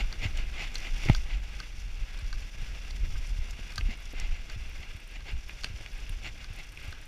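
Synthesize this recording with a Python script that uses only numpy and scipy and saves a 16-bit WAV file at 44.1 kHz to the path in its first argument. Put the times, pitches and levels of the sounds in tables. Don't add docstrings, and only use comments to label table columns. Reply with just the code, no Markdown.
import sys
import numpy as np
from scipy import signal
from scipy.fft import rfft, irfft, next_fast_len
from scipy.io import wavfile
from scipy.ndimage import uniform_filter1d

SR = 44100
rng = np.random.default_rng(int(sys.argv[2]) if len(sys.argv) > 2 else 0)


def generate_wav(signal):
    frames = np.transpose(np.atleast_2d(signal))
    scaled = np.clip(frames, -1, 1) * 32767
    pcm = np.round(scaled).astype(np.int16)
    wavfile.write(sys.argv[1], SR, pcm)


N = 311787
BAND_LIMIT_HZ = 15300

# time_s, roll_db, grit_db
ROLLING = [(0.0, -48.5, -58.5), (0.52, -48.5, -58.5), (1.08, -48.5, -49), (1.3, -53, -62.5),
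           (1.64, -50.5, -56.5), (1.82, -55, -56.5), (2.0, -51.5, -60.5), (2.7, -51, -57),
           (3.28, -51.5, -55.5), (3.8, -50.5, -59), (4.07, -53, -60), (4.75, -50.5, -58.5),
           (5.12, -53.5, -63.5), (5.9, -52, -55.5), (6.48, -51, -62.5), (6.66, -55.5, -60),
           (6.82, -50.5, -60), (7.07, -53, -59.5)]
# middle_s, level_db, half_length_s
SCRUBBING = [(0.005, -35.5, 0.014), (0.241, -34.5, 0.019), (0.392, -42.5, 0.025), (0.615, -38, 0.035),
             (0.782, -47, 0.038), (0.862, -41.5, 0.018), (1.075, -42, 0.06), (1.329, -44.5, 0.036),
             (2.426, -47.5, 0.0096), (3.914, -44.5, 0.026), (4.212, -44, 0.041), (4.36, -50, 0.047),
             (4.513, -51, 0.02), (4.834, -46, 0.0071), (5.16, -46.5, 0.011), (5.292, -42, 0.02),
             (6.264, -39, 0.019), (6.415, -46.5, 0.014), (6.595, -45, 0.017)]


def tyres(patch_hz=12.4):
    # frequency_hz, level_db
    roll_colour = [(200, -10.5), (480, -9), (1020, -10.5), (1640, -3), (1840, -5.5), (2080, 0), (2600, -1),
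                   (3100, -8), (3500, -6), (3980, -9.5), (5800, -15.5), (6600, -21), (8000, -24),
                   (15000, -36)]
    grit_colour = [(1000, -14), (2600, -6), (3400, 3), (4000, -1.5), (4700, 1.5), (5800, 2.5), (6600, -5),
                   (7300, -5.5), (8000, -16), (9000, -8.5), (11000, -16.5), (12800, -13), (15200, -56)]
    tread = rng.standard_normal(N) * flutter(top_hz=45.3, depth_db=1.77)
    roll = level(ROLLING) * coloured(tread, roll_colour)
    crackle = grains(per_s=1500, spread_db=3, hiss=0.73) * flutter(top_hz=70.5, depth_db=2.56)
    grit = gain_of(-0.5) * level(ROLLING, column=2) * coloured(crackle, grit_colour)
    return roll * flutter(patch_hz, depth_db=0.93) + grit * flutter(patch_hz, depth_db=1.5)


def scrubs():
    # frequency_hz, level_db
    scrub_colour = [(150, -11), (430, -12.5), (570, -12.5), (720, -4), (1020, -11.5), (1600, -6),
                    (1830, -5.5), (2050, 5.5), (2850, -1.5), (3200, -5.5), (4300, -7), (6300, -20),
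                    (7050, -15.5), (8200, -30.5), (15000, -51)]
    slips = grains(per_s=5000, spread_db=1.5, hiss=0.78) * flutter(top_hz=151, depth_db=1.34)
    return gain_of(-0.5) * swells(SCRUBBING) * coloured(slips, scrub_colour)


def root_thuds(t60_s=0.072, rise_s=0.0026):
    # start_s, thud_db, pitch_hz, knock_db
    roots = [(0.253, -19.5, 91, -45), (1.056, -29, 95, -33), (1.084, -23, 108, -31), (2.224, -32, 75, -57),
             (2.62, -37, 109, -67), (3.034, -27.5, 69.4, -46), (3.388, -28.5, 60.3, -60),
             (3.587, -41, 108, -40), (3.786, -27, 83.5, -62), (3.807, -43, 79.4, -42.5),
             (3.887, -36.5, 220, -43), (4.133, -43, 90, -38.5), (4.322, -35, 72, -62),
             (4.561, -31, 94, -54), (4.796, -32.5, 70, -58), (4.948, -33, 76, -54), (5.329, -31.5, 69, -62),
             (5.644, -54, 99, -41), (5.699, -32.5, 92, -52), (5.739, -29.5, 62.5, -62),
             (5.805, -45, 111, -43), (6.097, -32.5, 83, -54), (6.502, -32, 90.5, -62),
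             (6.881, -29, 77.5, -60)]
    out, t = np.zeros(N), np.arange(SR // 4) / SR
    for start_s, thud_db, pitch_hz, knock_db in roots:
        swing = np.sin(2 * np.pi * pitch_hz * t) * (1 - np.exp(-t / rise_s)) * decay(t, t60_s)
        add(out, start_s, gain_of(thud_db - 1) * swing / abs(swing).max())
        add(out, start_s, gain_of(knock_db) * burst(288, octaves=1.1, t60_s=0.035, skirt_db=-32))
    return out


def frame_shake():
    # frequency_hz, level_db
    shake_colour = [(30, -36), (70, 1.5), (130, 0), (220, -6.5), (330, -10.5), (480, -15), (900, -18.5),
                    (2500, -39.5)]
    bumps = grains(per_s=260, spread_db=1, hiss=0.64)
    force = np.hypot(gain_of(-5.5) * level(ROLLING), gain_of(-9.5) * swells(SCRUBBING))
    return force * coloured(bumps, shake_colour)


def metal_clacks(split_hz=1800, low_lag_s=0.0004, chatter=0.2):
    # start_s, high_ring_db, low_ring_db
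    strikes = [(0.1267, -35, -44.5), (0.7553, -29.5, -46), (1.1489, -29, -37), (1.6015, -37, -40),
               (2.1882, -47, -47), (2.3286, -36.5, -39.5), (2.9084, -41, -65), (3.1552, -63, -45.5),
               (3.722, -47, -47), (3.7791, -35.5, -34), (3.7813, -30.5, -42), (4.4985, -41.5, -46.5),
               (5.2063, -49.5, -52), (5.6353, -36, -44), (5.6437, -30, -44), (6.4439, -41, -47.5),
               (6.926, -43, -41.5)]
    # pitch_hz, level_db, t60_s
    modes = [(1244, -2.5, 0.04), (1540, 3, 0.038), (1960, -21, 0.015), (2700, -17, 0.011),
             (3390, -9, 0.012), (4230, -3, 0.0093), (4610, 0, 0.01), (5680, -8, 0.0095), (6500, -15, 0.016)]
    out, t = np.zeros(N), np.arange(2048) / SR
    for start_s, high_db, low_db in strikes:
        low, high = np.zeros((2, len(t)))
        for hz, db, t60_s in modes:
            blow = chatter * rng.standard_normal(len(t)) * decay(t, t60_s=0.011)
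            blow[0] += rng.choice([-1, 1])
            ring = decay(t, t60_s) * np.sin(2 * np.pi * hz * rng.normal(1, 0.015) * t)
            group = low if hz < split_hz else high
            group += gain_of(db) * evened(signal.fftconvolve(ring, blow)[:len(t)])
        for group, db, lag_s in (low, low_db, low_lag_s), (high, high_db + 1, 0):
            loudest_rms = np.sqrt(uniform_filter1d(group ** 2, size=96).max())
            add(out, start_s + lag_s, gain_of(db) * group / loudest_rms)
    return out


def ground_snaps():
    # start_s, level_db, pitch_hz
    snaps = [(0.374, -37, 3000), (1.087, -27, 2140), (1.0985, -27, 2220), (3.758, -36.5, 4500),
             (3.8096, -31.5, 2140), (4.199, -34.5, 5500), (5.4946, -34.5, 2380), (5.644, -26, 2680),
             (5.8612, -34.5, 2500), (6.065, -43, 2600), (6.0937, -38.5, 2840), (6.774, -38, 2530)]
    out, t = np.zeros(N), np.arange(2048) / SR
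    for start_s, db, hz in snaps:
        ring = gain_of(1) * decay(t, t60_s=0.016) * np.sin(2 * np.pi * hz * t)
        crack = gain_of(-2.5) * burst(hz, octaves=0.47, t60_s=0.012, skirt_db=-15)
        add(out, start_s, gain_of(db) * (ring + crack))
    return out


def mount_jolt(start_s=1.0975, start_hz=128, end_hz=88, sag_s=0.0099, rise_s=0.0011):
    # pitch_hz, level_db, t60_s
    modes = [(270, -31, 0.027), (657, -24, 0.027), (808, -17.5, 0.016), (1250, -28, 0.014),
             (2010, -22.5, 0.019), (2770, -37, .012)]
    out, t = np.zeros(N), np.arange(SR // 4) / SR
    pitch_hz = end_hz + (start_hz - end_hz) * np.exp(-t / sag_s)
    swing = np.cos(2 * np.pi * np.cumsum(pitch_hz) / SR) * (1 - np.exp(-(t / rise_s) ** 2))
    thump = gain_of(-2) * decay(t, t60_s=0.044) * swing
    knock = sum(gain_of(db) * decay(t, t60_s) * np.sin(2 * np.pi * hz * t) for hz, db, t60_s in modes)
    add(out, start_s, -thump - knock)
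    return out


def chain(faint_per_s=2.2):
    # start_s, level_db, centre_hz
    clinks = [(0.3724, -42, 6700), (0.744, -42, 6400), (0.781, -41, 5700), (1.1314, -46, 6170),
              (2.191, -53, 8550), (3.2736, -54, 8850), (3.508, -42.5, 5700), (3.758, -51, 8200),
              (4.1261, -55.5, 11000), (5.487, -55, 12000), (5.646, -51, 8950), (6.0937, -47.5, 9500)]
    out = np.zeros(N)
    faint_starts_s = np.flatnonzero(rng.random(N) < faint_per_s / SR) / SR
    faint = [(start_s, rng.normal(-57.5, 1), rng.uniform(7000, 12400)) for start_s in faint_starts_s]
    for start_s, db, hz in clinks + faint:
        add(out, start_s, gain_of(db) * burst(hz, octaves=0.33, t60_s=0.029, skirt_db=-13))
    return out


def freewheel(jitter_s=0.00057, spread_db=2.4):
    # start_s, end_s, ticks_per_s, level_db
    coasts = [(4.963, 5.12, 27, -58.5), (6.533, 6.92, 37.5, -59)]
    # centre_hz, level_db
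    hub_rings = [(8950, 1), (12500, -4)]
    out = np.zeros(N)
    for start_s, end_s, ticks_per_s, db in coasts:
        for tick_s in np.arange(start_s, end_s, 1 / ticks_per_s):
            tick = sum(gain_of(ring_db) * burst(hz, octaves=0.16, t60_s=0.041, skirt_db=-12)
                       for hz, ring_db in hub_rings)
            add(out, tick_s + rng.normal(0, jitter_s), gain_of(db + rng.normal(0, spread_db)) * tick)
    return out


def wind():
    # frequency_hz, level_db
    wind_colour = [(8, -12), (20, 3.5), (34, 4), (58, -6.5), (80, -18), (130, -28), (300, -44),
                   (900, -71.5)]
    # time_s, level_db
    airflow = [(0.0, -32.5), (1.4, -34.5), (1.65, -35.5), (2.4, -34.5), (3.6, -36.5), (4.1, -37.5),
               (5.15, -40), (5.9, -36), (6.5, -39.5), (7.07, -40.5)]
    # middle_s, level_db, half_length_s
    gusts = [(0.02, -24.5, 0.048), (0.42, -27, 0.078), (0.94, -26.5, 0.028), (1.15, -24, 0.09),
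             (1.37, -25, 0.04), (2.02, -28, 0.026), (2.28, -31, 0.064), (3.1, -25.5, 0.11),
             (3.37, -27.5, 0.07), (3.85, -24.5, 0.048), (4.27, -24.5, 0.07), (4.66, -34, 0.074),
             (5.36, -29.5, 0.03), (6.12, -33, 0.074)]
    eddies = signal.hilbert(coloured(rng.standard_normal(N), wind_colour))
    running_rms = np.sqrt(uniform_filter1d(abs(eddies) ** 2, size=7000))
    flow = np.hypot(level(airflow) * flutter(top_hz=9, depth_db=2), swells(gusts))
    return gain_of(-2) * flow * evened(eddies.real / running_rms)


def trunk_scatter(sound, t60_s=0.14, delay_s=0.004):
    t = np.arange(SR // 4) / SR
    echoes = rng.standard_normal(len(t)) * (rng.random(len(t)) < 0.05)
    tail = echoes * decay(t, t60_s) * (t > delay_s)
    return signal.oaconvolve(sound, tail / np.linalg.norm(tail))[:N]


def coloured(sound, colour):
    # centre_hz, width_hz, lift_db
    housing = [(505, 70, 0), (657, 150, 1), (810, 47, 3), (1686, 140, 2), (1776, 82, -5), (2783, 260, 5),
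               (3384, 130, 2.5), (4000, 300, -5), (5750, 820, 2.5), (7140, 340, 2.5)]
    size = next_fast_len(N + 4096)
    hz = abs(np.fft.fftfreq(size, 1 / SR))
    colour_hz, colour_db = np.transpose(colour)
    db = np.interp(np.log(hz + 1), np.log(colour_hz), colour_db)
    db += sum(lift / (1 + (2 * (hz - centre) / width) ** 2) for centre, width, lift in housing)
    response = np.exp(np.conj(signal.hilbert(np.log(gain_of(db)))))
    return evened(irfft(rfft(sound, size) * response[:size // 2 + 1], size)[:N])


def burst(centre_hz, octaves, t60_s, skirt_db):
    t, hz = np.arange(2048) / SR, np.fft.rfftfreq(2048, 1 / SR)
    band = np.exp(-(np.log2((hz + 1) / centre_hz) / octaves) ** 2)
    skirt = gain_of(skirt_db) / (1 + (hz / (2 * centre_hz)) ** 4)
    noise = irfft((band + skirt) * np.exp(2j * np.pi * rng.random(len(hz))))
    steady = np.cos(np.angle(signal.hilbert(noise)))
    sound = steady * (1 - np.exp(-t * centre_hz)) * decay(t, t60_s)
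    lowpass = signal.butter(2, min(2.6 * centre_hz, BAND_LIMIT_HZ), fs=SR, output="sos")
    sound = signal.sosfilt(lowpass, sound)
    return sound / np.sqrt(np.sum(sound ** 2) / (0.002 * SR))


def grains(per_s, spread_db, hiss):
    size = gain_of(spread_db * np.minimum(rng.exponential(1, N), 4))
    impacts = size * rng.choice([-1, 1], N) * (rng.random(N) < per_s / SR)
    return evened(impacts) + hiss * rng.standard_normal(N)


def flutter(top_hz, depth_db):
    hz = np.fft.rfftfreq(N, 1 / SR)
    drift = irfft(rfft(rng.standard_normal(N)) * np.exp(-(hz / top_hz) ** 2), N)
    return gain_of(depth_db * evened(drift))


def swells(rows):
    t = np.arange(N) / SR
    return np.sqrt(sum(gain_of(db) ** 2 * np.exp(-((t - middle_s) / half_s) ** 2)
                       for middle_s, db, half_s in rows))


def level(rows, column=1):
    rows = np.array(rows)
    return gain_of(np.interp(np.arange(N) / SR, rows[:, 0], rows[:, column]))


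def decay(t, t60_s):
    return gain_of(-60 * t / t60_s)


def gain_of(db):
    return 10 ** (np.asarray(db) / 20)


def evened(x):
    return x / np.sqrt(np.mean(x ** 2) + 1e-20)


def add(mix, start_s, sound):
    part = mix[max(round(start_s * SR), 0):][:len(sound)]
    part += sound[:len(part)]


def scene():
    rattle = metal_clacks() + ground_snaps() + chain() + freewheel()
    scatter = gain_of(-15) * trunk_scatter(rattle)
    ride = wind() + frame_shake() + tyres() + scrubs() + root_thuds() + mount_jolt()
    return (ride + rattle + scatter)[None]


def record(dry):
    lowpass = signal.firwin(511, BAND_LIMIT_HZ, window=("kaiser", 9), fs=SR)
    return signal.oaconvolve(dry, lowpass[None], "same")


dry = scene()
out = record(dry)
generate_wav(out)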